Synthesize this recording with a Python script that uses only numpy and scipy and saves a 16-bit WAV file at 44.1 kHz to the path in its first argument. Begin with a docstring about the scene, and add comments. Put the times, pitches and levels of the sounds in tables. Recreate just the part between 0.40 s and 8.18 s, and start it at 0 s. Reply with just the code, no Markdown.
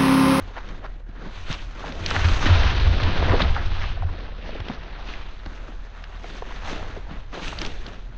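"""Walking through grass and brush

Someone in boots crosses a pasture, carrying a camera on a pole just above the ground. Grass and
trouser cloth swish as they catch and slip, stems scrape, flick and knock on the housing, and boots
thud on the turf. A thicket drags across the housing and shakes the pole. A low drone, like a far
engine, and a faint hiss lie under it all; the microphone is dull above 7 kHz."""
import sys
import numpy as np
from scipy import signal
from scipy.fft import rfft, irfft, next_fast_len
from scipy.io import wavfile

SR = 44100
rng = np.random.default_rng(int(sys.argv[2]) if len(sys.argv) > 2 else 0)


def store_wav(level_fs):
    """Save 16-bit WAV to argv[1]."""
    pcm = np.round(np.clip(np.atleast_2d(level_fs), -1, 1) * 32767)
    wavfile.write(sys.argv[1], SR, pcm.T.astype(np.int16))


N = 343053
T = np.arange(N) / SR
FFT_SIZE = next_fast_len(N)
FREQS = np.maximum(np.fft.rfftfreq(FFT_SIZE, 1 / SR), 1)

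# The two tones of the drone: (pitch [Hz], level [dB])
DRONE_TONES = [(37.7, -37), (75.4, -53)]
# Tone colour of the open air: (frequency [Hz], relative level [dB])
AIR_COLOUR = [(35, -28), (60, -2.5), (114, 2.5), (129, -21), (348, -26), (465, -28), (1420, -27),
              (4170, -52.5), (8420, -64.5), (10900, -84), (18500, -120)]
# Tone colour of rubbing grass: (frequency [Hz], relative level [dB])
GRASS_COLOUR = [(130, -0.5), (300, -4), (700, -7.5), (1000, -8.5), (1650, -8.5), (2300, -11.5), (3200, -15),
                (3900, -16.5), (4700, -23), (5600, -30), (6250, -27.5), (7000, -30), (7900, -34.5),
                (8700, -39.5)]
# Tufts and trouser cloth sweeping past. Body is the lows and crispness the highs, relative to the level:
# (peak time [s], rise [s], fall [s], level [dB], body [dB], crispness [dB])
SWISHES = [(.004,.087,0.21,-47,2.5,-4.5),(.186,0.11,0.13,-43,-6,-8.5),(.297,0.069,0.15,-50.5,7,-3.5),(.445,0.09,0.087,-48,4,-8.5),(.863,0.088,0.038,-41,3,-10),(.978,0.1,0.32,-45,-5,-2),(1.119,0.056,0.074,-38.5,-0.5,0.5),(1.486,0.12,0.074,-36.5,0.5,-5),(3.16,.015,0.11,-33.5,-4.5,-10),(3.435,.106,.065,-37,-6,-4),(3.853,.28,0.091,-42,1,-5.5),(4.079,0.085,0.13,-42.5,4,-2.5),(4.3,0.15,0.12,-41,1.5,-3),(4.5,0.13,0.47,-43.5,-3,-6),(4.7,0.067,.14,-40,-2.5,-1),(5.153,0.18,0.34,-46.5,0,-5.5),(5.658,0.19,0.72,-48,-8,-6.5),(5.951,0.15,0.081,-46,4,1),(6.11,0.074,0.49,-40.5,-3.5,-6),(6.285,0.037,0.091,-38.5,-8,1),(6.335,.04,0.11,-39.5,4.5,-3.5),(6.565,0.35,0.09,-48.5,2.5,-10),(6.72,0.051,0.096,-43,1.5,-9),(6.941,0.015,0.17,-37.5,1,-4.5),(7.064,0.036,0.074,-38,0,3),(7.22,0.046,.1,-37,2,-0.5),(7.48,0.079,.11,-42.5,2.5,-4),(7.76,0.077,0.11,-53.5,1.5,-6)]
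# The thicket dragging over the housing: (time [s], level [dB], body [dB], crispness [dB])
THICKET_DRAG = [(1.5,-52.5,9.5,-4),(1.7,-33.5,0,-0.5),(1.82,-30.5,-3,-3.5),(2.0,-31.5,-2.5,-1.5),(2.09,-24.5,-3,-2.5),(2.26,-27.5,-5,-1.5),(2.52,-35.5,1,-1),(2.81,-29,2,-4),(2.92,-31,6.5,-4.5),(3.02,-27.5,1,-4),(3.11,-39.5,-0.5,-1.5),(3.5,-41.5,-3,0),(3.8,-64,16,-16)]
# Tone colour of the swaying pole: (frequency [Hz], relative level [dB])
SWAY_COLOUR = [(3, 0), (9, 1), (15, -1), (28, -3), (45, -9), (70, -18), (120, -40)]
# Tone colour of the pole when shaken hard: (frequency [Hz], relative level [dB])
JUDDER_COLOUR = [(28, -19.5), (42, 2), (62, 0.5), (85, 0), (125, -9.5), (180, -28), (300, -47)]
# The pole shuddering when it is caught: (time [s], peak level [dB], pitch [Hz])
SHUDDERS = [(0.0,-30.5,86.8),(0.97,-33,89),(1.604,-26.5,90),(1.759,-18.5,88.5),(1.843,-11,85),(2.092,-6.5,88.5),(2.45,-13.5,80.8),(2.621,-13.5,85.6),(2.80,-15.5,80),(2.899,-17.5,89),(3.04,-13.5,71.3),(3.255,-21,85.3),(3.604,-23,89.7),(3.64,-19,86.3),(5.051,-34,77.8)]
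# Stalks scraping along the housing: (time [s], length [s], level [dB], pitch [Hz])
STALK_SCRAPES = [(0.163,0.0297,-34.5,1110),(0.44,0.027,-36.5,1110),(1.10,0.058,-38,2780),(1.742,.036,-28.5,1380),(1.841,0.021,-27.5,2000),(2.054,0.024,-26.5,2240),(2.881,0.044,-29,1120),(2.917,0.044,-24.5,650),(2.991,0.034,-27.5,1970),(3.416,.01,-34,1950),(6.927,0.015,-44.5,1300)]
# Dry stems flicking the housing: (time [s], peak level [dB], pitch [Hz], band width [ratio])
STEM_FLICKS = [(0.288,-31.5,2690,1.2),(1.127,-17.5,2460,2.6),(1.459,-27,2360,2),(1.522,-26.5,2890,.6),(1.661,-8.5,3600,0.51),(1.7045,-14,3200,1.6),(1.709,-18.5,2400,0.55),(1.885,-16,2640,0.63),(2.633,-18.5,2920,0.38),(3.018,-15,3600,0.13),(3.147,-23,2820,0.37),(4.202,-29,2440,.5),(4.284,-25.5,2020,.73),(4.737,-24.5,2240,0.27),(5.06,-29,2270,1.5),(5.639,-25.5,2480,0.76),(5.841,-33.5,2080,0.38),(7.079,-23,3170,0.71),(7.187,-19.5,3570,0.46),(7.2155,-16,3260,.88),(7.249,-19.5,3160,0.65),(7.262,-19,3930,0.57),(7.464,-24.5,3420,0.38)]
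# Boots and clumps of turf thudding: (time [s], peak level [dB], pitch [Hz], band width [ratio])
BOOT_THUDS = [(0.686,-36,130,0.65),(1.095,-20,119,0.44),(2.058,-12.5,285,0.47),(2.93,-17,330,0.92),(3.008,-21.5,176,0.26),(4.195,-25,65.5,0.54),(4.294,-19.5,191,0.58),(5.056,-32.5,230,0.57),(5.285,-35,255,0.45),(6.325,-23,257,0.93),(6.56,-31.5,447,0.2),(6.705,-28,123,0.58),(7.215,-29,278,0.42),(7.685,-37.5,119,0.17)]
# Thick stalks and boot leather knocking: (time [s], relative level [dB], pitch [Hz], band width [ratio])
STALK_KNOCKS = [(1.439,-23.5,780,0.22),(1.71,-9,970,0.86),(1.762,-8,1240,0.66),(2.061,-20,450,1.2),(2.599,-15.5,750,1.1),(2.825,-12,520,0.96),(2.936,-11.5,463,0.17),(3.002,-7.5,720,0.59),(3.163,-12.5,1060,0.27),(3.439,-15.5,1290,0.49),(3.571,-29,684,.1),(3.621,-20,990,0.54),(3.628,-23.5,706,0.078),(3.688,-29,1110,0.26),(4.09,-23.5,633,0.24),(4.151,-24,460,.36),(4.201,-23.5,805,0.77),(4.282,-22,600,1.3),(4.298,-20,443,0.96),(5.061,-23,756,0.95),(5.842,-25.5,594,0.53),(6.021,-17.5,684,0.55),(6.274,-19.5,1130,1.6),(6.426,-25.5,820,1),(6.568,-30,432,0.29),(6.928,-28,920,0.37),(6.974,-22.5,360,0.74),(7.125,-22,764,0.55)]

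STILL_DB, STILL_BODY_DB, STILL_CRISP_DB = -64, 4, -7  # grass stirring faintly between swishes
DULL_FROM_S, DULL_UNTIL_S = 2.024, 5.1  # from the thicket on, the treble is muffled for a while
DULL_CLOSE_S, DULL_OPEN_S, DULL_DB = 0.14, 0.72, -14  # how fast the muffling comes and goes; its depth
SWAY_DRAG_DB, SWAY_FULL_AT_DB = -18, -30.5  # most sway from dragging, and the rustle that brings it
SWAY_WALK_DB, SWAY_SETTLE_S = -41.5, 0.17  # sway from walking alone; time the pole takes to settle


def undb(db):
    """Turn decibels into a gain."""
    return 10 ** (np.asarray(db) / 20)


def unit(x):
    """Scale a sound to an average (rms) level of 1."""
    return x / np.sqrt(np.mean(x ** 2))


def shape(x, gain):
    """Give each frequency its own gain, then scale to level 1."""
    return unit(irfft(rfft(x, FFT_SIZE) * gain, FFT_SIZE)[:N])


def colour(x, points):
    """Give a sound the tone colour in a table, cutting what lies past its ends."""
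    hz, db = np.transpose(points)
    return shape(x, undb(np.interp(np.log(FREQS), np.log(hz), db, left=-90, right=-90)))


def zone(x, lo, hi):
    """Keep lo to hi Hz at level 1, with soft edges so that neighbouring zones leave no gap."""
    below_lo, below_hi = (1 / (1 + (FREQS / hz) ** (8 + hz / 400)) for hz in (lo, hi))
    return shape(x, below_hi - below_lo)


def band(x, lo, hi, order=2):
    """Let through the frequencies from lo to hi Hz."""
    return signal.sosfilt(signal.butter(order, [lo, hi], "band", fs=SR, output="sos"), x)


def wander(rate):
    """Glide between random values of size about 1, rate times a second."""
    steps = rng.standard_normal(N // 20)
    return np.interp(T * rate, np.arange(len(steps)), steps)


def crackle(rate, spread_db, count=30000):
    """Tiny random slips, about rate a second, most weak and a few strong."""
    place, chance, direction = rng.random((count, 3)).T
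    size = undb(spread_db * np.minimum(rng.exponential(size=count), 4))
    happens = chance < rate * T[-1] / count
    slips = happens * np.sign(direction - .5) * size
    return unit(np.bincount((place * N).astype(int), slips, N))


def add(out, s, x):
    """Mix a short sound in at s seconds."""
    i = int(s * SR)
    out[i:i + len(x)] += x[:N - i]


def drone():
    """Two low tones waver slightly, like a far engine."""
    turns = np.cumsum(1 + 0.017 * wander(4.2)) / SR
    return sum(undb(db + 0.73 * wander(2.6)) * unit(np.sin(2 * np.pi * hz * turns))
               for hz, db in DRONE_TONES)


def open_air(level_db=-55):
    """The open air adds a faint, steady rumble and hiss."""
    return undb(level_db) * colour(rng.standard_normal(N), AIR_COLOUR)


def brushing():
    """Work out the rustle's level, body and crispness in dB as tufts pass and the thicket drags."""
    t = T[::64]  # these change slowly, so coarse steps will do
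    times, *columns = np.transpose(THICKET_DRAG)
    level_db, body_db, crisp_db = (np.interp(t, times, column) for column in columns)
    in_thicket = (t > times[0]) & (t < times[-1])
    power = (in_thicket * undb([level_db, level_db + body_db, level_db + crisp_db])) ** 2
    power += undb([[STILL_DB], [STILL_DB + STILL_BODY_DB], [STILL_DB + STILL_CRISP_DB]]) ** 2
    for s, rise_s, fall_s, db, body, crisp in SWISHES:
        from_peak = np.maximum((s - t) / rise_s, (t - s) / fall_s).clip(0, 20)
        swell = np.exp(-from_peak ** 1.05)  # a power of 1 gives a pointed crest, 2 a bell
        power += np.outer(undb([db, db + body, db + crisp]), swell) ** 2
    middle, low, high = (np.interp(T, t, 10 * np.log10(p)) for p in power)
    return middle, low - middle, high - middle


def grass_blades(pressed):
    """Countless blades catch and slip, each with its own tick; pressed hard, they merge into a rub."""
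    shared_ticks, out = crackle(rate=450, spread_db=1.5), 0
    loose = 1 - .5 * pressed
    for k in range(13):
        hz = 125 * 2 ** (k / 2)  # bands half an octave apart
        ticks = 0.52 * shared_ticks + 0.95 * crackle(rate=80 + hz / 6, spread_db=3.5)
        rub = np.sqrt(1 - (0.35 * loose) ** 2) * rng.standard_normal(N)
        friction = band(0.79 * loose * ticks + rub, hz / 2 ** .25, hz * 2 ** .25)
        out += (-1) ** k * friction * undb(1.71 * wander(35))  # flipping signs joins the bands smoothly
    flutter_db = loose * (1.13 * wander(45) + 1.23 * wander(260))
    return colour(out * undb(flutter_db), GRASS_COLOUR)


def swish(level_db, body_db, crisp_db):
    """Leaves pressed on the housing sound full and dull; dry tips brushing by sound thin and crisp."""
    friction = grass_blades(pressed=np.clip((level_db + 32) / 10, 0, 1))
    closing = (T - DULL_FROM_S) / DULL_CLOSE_S
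    opening = (DULL_UNTIL_S - T) / DULL_OPEN_S
    muffled = np.minimum(closing, opening).clip(0, 1)
    edge_db = -15.5 + 1.3 * crisp_db + DULL_DB * muffled
    fizz_db = 1.68 * edge_db - 3  # muffling takes the very top first
    # (from [Hz], to [Hz], boost [dB])
    zones = [(102, 660, body_db - .4), (638, 2160, 0.013), (2296, 6070, crisp_db),
             (5560, 7100, edge_db), (7500, 11000, fizz_db)]
    return sum(zone(friction, lo, hi) * undb(level_db + db - 1.11) for lo, hi, db in zones)


def pole_sway(rustle_db):
    """The pole sways as the plants drag on it, and judders when shaken hard."""
    memory = np.exp(-1 / (SWAY_SETTLE_S * SR))
    drag_db = 10 * np.log10(signal.lfilter([1 - memory], [1, -memory], undb(rustle_db) ** 2))
    dragged_db = SWAY_DRAG_DB + 1.35 * np.minimum(drag_db - SWAY_FULL_AT_DB, 0)
    sway_db = 20 * np.log10(np.hypot(undb(dragged_db), undb(SWAY_WALK_DB)))
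    judder_db = 1.285 * sway_db - 0.07  # grows faster than the sway
    sway = undb(sway_db) * colour(rng.standard_normal(N), SWAY_COLOUR)
    judder = undb(judder_db) * colour(rng.standard_normal(N), JUDDER_COLOUR)
    return sway + judder


def pole_shudders(rise_s=0.0053, ring_s=0.36):
    """Each time it is caught, the pole bends to and fro with a low note that swells and dies away."""
    out, t = np.zeros(N), T[:SR // 2]
    swell = (1 - np.exp(-t / rise_s)) ** 2 * undb(-60 * t / ring_s)
    for s, db, hz in SHUDDERS:
        add(out, s, undb(db) * swell / swell.max() * np.sin(2 * np.pi * hz * t))
    return out


def stalk_scrapes():
    """A stalk sticks and slips along the housing for a few hundredths of a second."""
    out, slips = np.zeros(N), crackle(rate=3500, spread_db=2.5)
    for s, length_s, db, hz in STALK_SCRAPES:
        stroke = signal.windows.tukey(int(length_s * SR), .25)
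        rub = band(slips[int(s * SR):][:len(stroke)], hz / 2.53, hz * 1.4)
        add(out, s, undb(db) * unit(rub * stroke))
    return out


def strikes(table, ring_s, rise_s, slip, crack_db):
    """Each hit is one sharp slip and a fading burst of smaller ones, heard as a ring and a crack."""
    out, t = np.zeros(N), T[:SR // 4]
    for s, db, hz, width in table:
        width = max(width, .1)
        fade_s = ring_s / width ** 0.18  # a narrower band rings longer
        burst = rng.standard_normal(len(t)) * (1 - np.exp(-t / rise_s)) * undb(-60 * t / fade_s)
        burst[int(2 * rise_s * SR)] += slip * np.sqrt(np.sum(burst ** 2))
        ring = unit(band(burst, hz / (1 + width), hz * (1 + width)))
        crack = unit(band(burst, hz / 4, hz * 3, order=1))
        hit = ring + undb(crack_db) * crack
        add(out, s, undb(db) * hit / np.abs(hit).max())
    return out


def stem_flicks():
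    """Dry stems flick the housing with short, bright clicks."""
    return strikes(STEM_FLICKS, ring_s=.014, rise_s=.0007, slip=.47, crack_db=-12)


def boot_thuds():
    """Boots and clumps of turf land with soft, low thuds."""
    return strikes(BOOT_THUDS, ring_s=.047, rise_s=.0034, slip=.25, crack_db=-13)


def stalk_knocks():
    """Thicker stalks and boot leather knock, lower and longer than the flicks."""
    return undb(-3) * strikes(STALK_KNOCKS, ring_s=.028, rise_s=.001, slip=.63, crack_db=-21)


def scene():
    """One brushing motion drives rustle and sway; the housing softens the treble of hits and scrapes."""
    level_db, body_db, crisp_db = brushing()
    contacts = stem_flicks() + stalk_knocks() + boot_thuds() + stalk_scrapes()
    through_housing = band(contacts, 33, 5770, order=7)
    rustle = swish(level_db, body_db, crisp_db)
    pole = pole_sway(level_db) + pole_shudders()
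    return (rustle + through_housing + pole + drone() + open_air())[None]


def record(dry):
    """The microphone loses the treble steeply above 8700 Hz."""
    return signal.sosfilt(signal.ellip(10, .2, 80, 8700, fs=SR, output="sos"), dry)


dry = scene()
out = record(dry)
store_wav(out)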